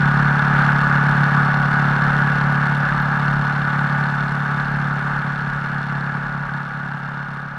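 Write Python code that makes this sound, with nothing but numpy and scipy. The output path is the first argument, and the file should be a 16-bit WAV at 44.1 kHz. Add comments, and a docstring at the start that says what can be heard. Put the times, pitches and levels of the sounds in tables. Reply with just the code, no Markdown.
"""A V-twin motorcycle booms along a wet road, heard close up from a microphone low on its frame. Each engine
cycle booms once in the pipe, knocks twice in the block and rattles the valve gear. The drive whines in a rush
of tyre and spray, and short hard rasps sound now and then. Wind buffets the frame and drops tick on the
housing; the whole sound slowly fades."""
import sys
import numpy as np
from scipy import signal
from scipy.fft import rfft, irfft
from scipy.io import wavfile

SR = 44100
rng = np.random.default_rng(int(sys.argv[2]) if len(sys.argv) > 2 else 0)


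def to_wav(s):
    """Save 16-bit WAV."""
    ch = np.atleast_2d(s).T  # columns
    pcm = np.round(np.clip(ch, -1, 1) * 32767)  # PCM
    wavfile.write(sys.argv[1], SR, pcm.astype(np.int16))


N = 334278
T = np.arange(N) / SR


def gain_of(db):
    return 10 ** (np.asarray(db) / 20)


def unit_rms(x):
    return x / np.sqrt(np.mean(x ** 2) + 1e-20)


def curve(rows):
    return np.interp(T, *np.transpose(rows))


def swell(centre_s, half_s):
    """A smooth rise and fall of height 1."""
    return np.exp(-((T - centre_s) / half_s) ** 2)


def drift(hz):
    """A random wander of rms 1, up to about hz."""
    f = np.fft.rfftfreq(N, 1 / SR)
    return unit_rms(irfft(rfft(rng.standard_normal(N)) / (1 + (f / hz) ** 4), N))


def colour(x, points, size=16384):
    """Rings x through a causal body with the given response."""
    hz, db = np.transpose(points)
    f = abs(np.fft.fftfreq(size, 1 / SR))
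    log_gain = np.log(gain_of(np.interp(np.log(f + 1), np.log(hz), db)))
    response = np.fft.ifft(np.exp(np.conj(signal.hilbert(log_gain)))).real  # minimum phase
    return signal.oaconvolve(x, response[:size // 2])[:N]


def resonate(x, hz, width_hz):
    """One resonance of gain 1."""
    return signal.lfilter(*signal.iirpeak(hz, hz / width_hz, fs=SR), x)


def pulses(times, sizes):
    """One sharp push at each time."""
    at = np.round(times * SR).astype(int)
    inside = (at >= 0) & (at < N)
    return np.bincount(at[inside], sizes[inside], N)


def noise_tails(hits, decay_s):
    """A dying burst of noise after each hit."""
    return signal.lfilter([1], [1, -np.exp(-1 / (decay_s * SR))], hits) * rng.standard_normal(N)


def passing_times(cycles, phase):
    """The times at which the engine passes one point in its cycle."""
    return np.interp(np.arange(int(cycles[-1]) + 1) + phase, cycles, T, right=N)


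def tick(hz, decay_s=0.00014):
    """A drop's tick: a few quickly dying cycles, of height about 1."""
    age = T[:128] / decay_s
    return age * np.exp(1 - age) * np.sin(2 * np.pi * hz * T[:128])


# the strongest buffets at the microphone: centre_s, boost_db
WIND_BUFFETS = [(.06, 8), (.24, 2), (.75, 7), (2.1, 10), (2.36, 5), (2.94, 5), (3.34, 8), (4.7, 7),
                (5.53, 6), (6.5, 7)]

def wind(level_db=-23.0, lumpy_db=2.0, lumps_hz=6, buffet_half_s=.08):
    """Low rumble of the air round the frame: always lumpy, with a few stronger buffets."""
    spectrum = [(12, -26.5), (25, -10), (38, -11), (50, 14.0), (60, -1.5), (80, -11),
                (200, -52.5), (1000, -90)]  # frequency_hz, gain_db
    rumble = colour(rng.standard_normal(N), spectrum)
    # the rumble is partly evened out, so that the buffets stand clear of it
    loudness = np.sqrt(signal.oaconvolve(rumble ** 2, np.hanning(8192), "same"))
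    gust_db = sum(db * swell(s, buffet_half_s) for s, db in WIND_BUFFETS) + lumpy_db * drift(lumps_hz)
    return gain_of(level_db + gust_db) * unit_rms(rumble / np.sqrt(loudness))


# how much spray reaches the housing: time_s, gain_db
ROAD_WETNESS = [(0, -2), (3.3, -5), (3.8, 3.5), (5.1, 4.5), (5.7, 0.5), (7.58, -2)]

def spray(level_db=-46.5, per_s=130, spread_db=3.2, low_hz=5500, high_hz=9000, pitches=12):
    """Fine droplets of mixed size and pitch patter on the housing, harder where the road is wetter."""
    patter = np.zeros(N)
    for hz in np.geomspace(low_hz, high_hz, pitches):
        sizes = gain_of(spread_db * np.minimum(rng.exponential(1, N), 2))
        lands = rng.random(N) < per_s / pitches / SR
        patter += signal.oaconvolve(sizes * lands, tick(hz))[:N]
    return gain_of(level_db + curve(ROAD_WETNESS)) * unit_rms(patter)


# the largest drops on the housing: start_s, level_db, pitch_hz
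LARGE_DROPS = [(.815, -41, 10900), (1.095, -38, 9700), (1.213, -39, 9500), (2.195, -39, 10000),
               (2.525, -39, 10500), (2.777, -42, 10000), (3.020, -39, 12000), (4.348, -42, 9500),
               (4.389, -45, 12000), (7.342, -46, 9500)]

def drops(count=22, soft_db=-26, loud_db=-21, low_hz=9200, high_hz=11500):
    """Single drops tick sharply: the largest, and middling ones at random that fade with the ride."""
    times, dbs, pitches = rng.uniform([0, soft_db, low_hz], [T[-1], loud_db, high_hz], (count, 3)).T
    faded_db = dbs + np.interp(times, *np.transpose(RIDE_FADE))
    ticks = np.zeros(N)
    for start_s, db, hz in LARGE_DROPS + list(zip(times, faded_db, pitches)):
        sound = gain_of(db) * tick(hz)
        span = ticks[round(start_s * SR):][:len(sound)]
        span += sound[:len(span)]
    return ticks


# standing water under the tyres: centre_s, half_length_s, boost_db
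ROAD_PUDDLES = [(0.605, 0.089, 3), (2.14, 0.058, 2), (2.92, 0.04, 1.5), (3.941, 0.11, 1.5),
                (5.117, 0.072, 2.6)]
# the rush from just above the road: frequency_hz, gain_db
RUSH_SPECTRUM = [(60, -15), (340, -19), (430, -14.5), (690, -15.5), (780, -8), (860, -5), (1060, -12),
                 (1140, 0), (1270, -2), (1690, 1), (1900, -13.5), (2500, -22.5), (5000, -39.5),
                 (11000, -56.5), (15000, -64)]

def road_rush(cycles, level_db=-1.75, road_db=0.47, throb_db=-0.1, flutter_db=0.97):
    """Tyre, chain and spray: a fluttering rush that swells in each puddle."""
    surge_db = sum(db * swell(s, half_s) for s, half_s, db in ROAD_PUDDLES) + road_db * drift(3.8)
    surge_db += throb_db * np.cos(4 * np.pi * (cycles - .17))  # a faint throb each turn of the crank
    surge_db += flutter_db * drift(110)
    hiss = gain_of(surge_db) * rng.standard_normal(N)
    return gain_of(level_db) * unit_rms(colour(hiss, RUSH_SPECTRUM))


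# short hard rasps: start_s, level_db
RASPS = [(.690, -5.5), (.9125, -6), (1.083, -14), (6.492, -19), (6.9205, -17)]

def rasps(pitch_hz=1480, width_hz=380):
    """Short hard rasps ring near 1.5 kHz for a few milliseconds."""
    times, db = np.transpose(RASPS)
    ring = pulses(times, gain_of(db))
    for _ in range(3):
        ring = resonate(ring, pitch_hz, width_hz)
    return gain_of(db.max()) * ring / abs(ring).max()


# tones of the meshing gears: multiple_of_cycle_rate, gain_db
GEAR_TONES = [(41.15, 0), (16, -16), (37, -11), (38, -12), (46, -11), (82.3, -30)]

def gear_whine(cycles, level_db=-11.0, waver_db=1.5, lash_rad=0.24):
    """Meshing teeth sing at fixed multiples of engine speed and waver with the slack in the drive."""
    tones = np.zeros(N)
    for multiple, db in GEAR_TONES:
        strength = gain_of(db + waver_db * drift(3.9))
        tones += strength * np.sin(2 * np.pi * multiple * cycles + lash_rad * drift(12))
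    strain_db = curve([(0, 1.5), (1.1, 4.2), (4, 4.2), (7.5, 4.8)])
    return gain_of(level_db + strain_db) * unit_rms(tones)


# valves shutting and pistons slapping: phase_cycles, gain_db, decay_s
VALVE_CLACKS = [(.005, -4, .0009), (.052, -1.5, 0.0014), (.19, -4, 0.001), (0.234, -10.5, .0008),
                (.292, 0, 0.00051), (.675, -7, 0.00074), (.745, -2.5, 0.0017)]
# ringing of the metal cases: pitch_hz, width_hz, gain_db
CASE_MODES = [(2730, 90, 10.5), (3580, 100, 7), (4270, 200, 5)]
# the cases' response to clatter, close up: frequency_hz, gain_db
CASE_RESPONSE = [(500, -6), (1000, 9), (1650, 11.5), (1900, 1.5), (2200, 3.5), (2480, -12.5), (3000, -6),
                 (4400, -12), (4700, -15.5), (5400, -13), (6800, -26), (9800, -27), (12000, -38),
                 (15000, -47)]

def valve_gear(cycles, level_db=-12, uneven_db=3.5, jitter_s=.0003, rub=0.082, click=1.9):
    """Short metallic clacks at fixed points in the cycle, over a light rubbing, ring the cases."""
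    clatter = rub * rng.standard_normal(N)
    for phase, db, decay_s in VALVE_CLACKS:
        times = passing_times(cycles, phase)
        late, hard = rng.standard_normal((len(times), 2)).T
        hits = pulses(times + jitter_s * late, gain_of(db + uneven_db * np.minimum(hard, 1)))
        clatter += click * hits + noise_tails(hits, decay_s)
    ringing = sum(gain_of(db) * resonate(clatter, hz, width_hz) for hz, width_hz, db in CASE_MODES)
    return gain_of(level_db) * unit_rms(colour(clatter + ringing, CASE_RESPONSE))


# the throttle eases: start_s, end_s
THROTTLE_EASING = (4.6, 5.3)
# the engine stumbles on one poorly burning cycle: time_s
STUMBLES = [1.29, 1.93, 2.86, 2.89, 4.63, 7.26, 7.48]

def combustion(cycles, cruise_spread_db=0.72, eased_spread_db=1.25, weak_share=0.14, weak_db=-3.5,
               stumble_db=-4):
    """Each cycle's strength in dB; as the throttle eases, burning gets uneven and some cycles weak."""
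    starts = passing_times(cycles, 0)
    eased = np.interp(starts, THROTTLE_EASING, [0, 1])
    # gas left in the cylinder carries part of each cycle's luck over to the next
    luck = unit_rms(signal.lfilter([1], [1, -.5], rng.standard_normal(len(starts))))
    spread_db = cruise_spread_db + (eased_spread_db - cruise_spread_db) * eased
    burn_db = spread_db * np.clip(luck, -2, 2)
    burn_db += weak_db * (rng.random(len(starts)) < weak_share * eased)
    for time_s in STUMBLES:
        burn_db[np.argmin(abs(starts - time_s))] = stumble_db
    return burn_db


# the two firings, heard in both pipe and block: phase_cycles, exhaust_db, knock_db
CYLINDER_FIRINGS = [(0.013, 18, -2), (0.594, -29, -4.5)]
# the block's response to a firing, close up: frequency_hz, gain_db
BLOCK_RESPONSE = [(300, -45), (500, -13), (610, -7.5), (675, -1.5), (712, -20.5), (750, 3), (820, 4),
                  (990, 3.5), (1060, -6.5), (1650, 0.5), (1950, -26.5), (4000, -56)]

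def block_knock(cycles, burn_db, level_db=-10, lead_cycles=0.0899, jitter_s=.00004):
    """The pressure rise in each cylinder thuds through the block, ahead of the exhaust pulse."""
    push = np.zeros(N)
    for phase, _, db in CYLINDER_FIRINGS:
        times = passing_times(cycles, phase - lead_cycles) + jitter_s * rng.standard_normal(len(burn_db))
        push += pulses(times[1:], gain_of(db + burn_db[1:]))
    # each mode of the casting holds back its own band, which smears the thud over a few milliseconds
    for hz, width_hz in [(760, 110), (930, 160), (1400, 200)]:
        push = push - 2 * resonate(push, hz, width_hz)
    return gain_of(level_db) * unit_rms(colour(push, BLOCK_RESPONSE))


# the exhaust pipe's response, from low on the frame: frequency_hz, gain_db
PIPE_RESPONSE = [(40, -48), (80, -36), (107, -19), (130, -8), (147, 0), (165, -5.5), (180, -9.5),
                 (214, -13.5), (250, -16.5), (285, -32), (320, -29), (355, -33), (392, -27.5), (420, -46)]

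def exhaust(cycles, burn_db, level_db=-1.0, puff_db=-20, puff_s=0.032, jitter_s=.00005,
            hum_db=-16, hum_hz=153, hum_width_hz=22, muffle_hz=700):
    """Each firing sends a pulse and a puff of gas down the pipe, which booms; the flow keeps it humming."""
    push = np.zeros(N)
    for phase, db, _ in CYLINDER_FIRINGS:
        times = passing_times(cycles, phase) + jitter_s * rng.standard_normal(len(burn_db))
        push += pulses(times, gain_of(db + burn_db))
    puff = noise_tails(push, puff_s)
    boom = colour(unit_rms(push) + gain_of(puff_db) * unit_rms(puff), PIPE_RESPONSE)
    muffled = signal.sosfilt(signal.butter(2, muffle_hz, fs=SR, output="sos"), boom)
    flow = rng.standard_normal(N)
    hum = resonate(resonate(flow, hum_hz, hum_width_hz), hum_hz, hum_width_hz)
    load_db = curve([(0, 2.8), (.25, 2.4), (.55, 2), (1, 1.6), (2, 1.2),
                     (4.5, 1.5), (6.3, 1.5), (7.5, 0.5)])
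    return gain_of(level_db + load_db) * (unit_rms(muffled) + gain_of(hum_db) * unit_rms(hum))


# engine speed in four-stroke cycles: time_s, rate_hz
ENGINE_SPEED = [(0, 35.504), (0.2, 35.76), (0.4, 35.729), (0.7, 35.663), (2, 35.652), (3.2, 35.68),
                (4.2, 35.631), (4.9, 35.606), (5.3, 35.485), (6, 35.347), (6.3, 35.369), (6.55, 35.255),
                (7.05, 35.137), (7.58, 35.293)]
# the ride's slow fade at the microphone: time_s, gain_db
RIDE_FADE = [(0, -19.5), (.7, -19), (2, -19.5), (3.2, -21.5), (4.8, -24), (5.5, -25.5), (6.3, -27),
             (7.58, -31)]

def scene():
    """From low on the frame: engine, road and wind fade together; rasps and drops have their own levels."""
    cycles = np.cumsum(curve(ENGINE_SPEED)) / SR
    burn_db = combustion(cycles)
    engine = exhaust(cycles, burn_db) + block_knock(cycles, burn_db)
    engine += valve_gear(cycles) + gear_whine(cycles)
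    ride = gain_of(curve(RIDE_FADE)) * (engine + road_rush(cycles) + spray() + wind())
    return (ride + rasps() + drops())[None]


def record(dry, edge_hz=15000):
    """One microphone, with the treble cut off above edge_hz."""
    lowpass = signal.firwin(511, edge_hz, window=("kaiser", 9), fs=SR)
    return signal.oaconvolve(dry, lowpass[None], "same")


dry = scene()
out = record(dry)
to_wav(out)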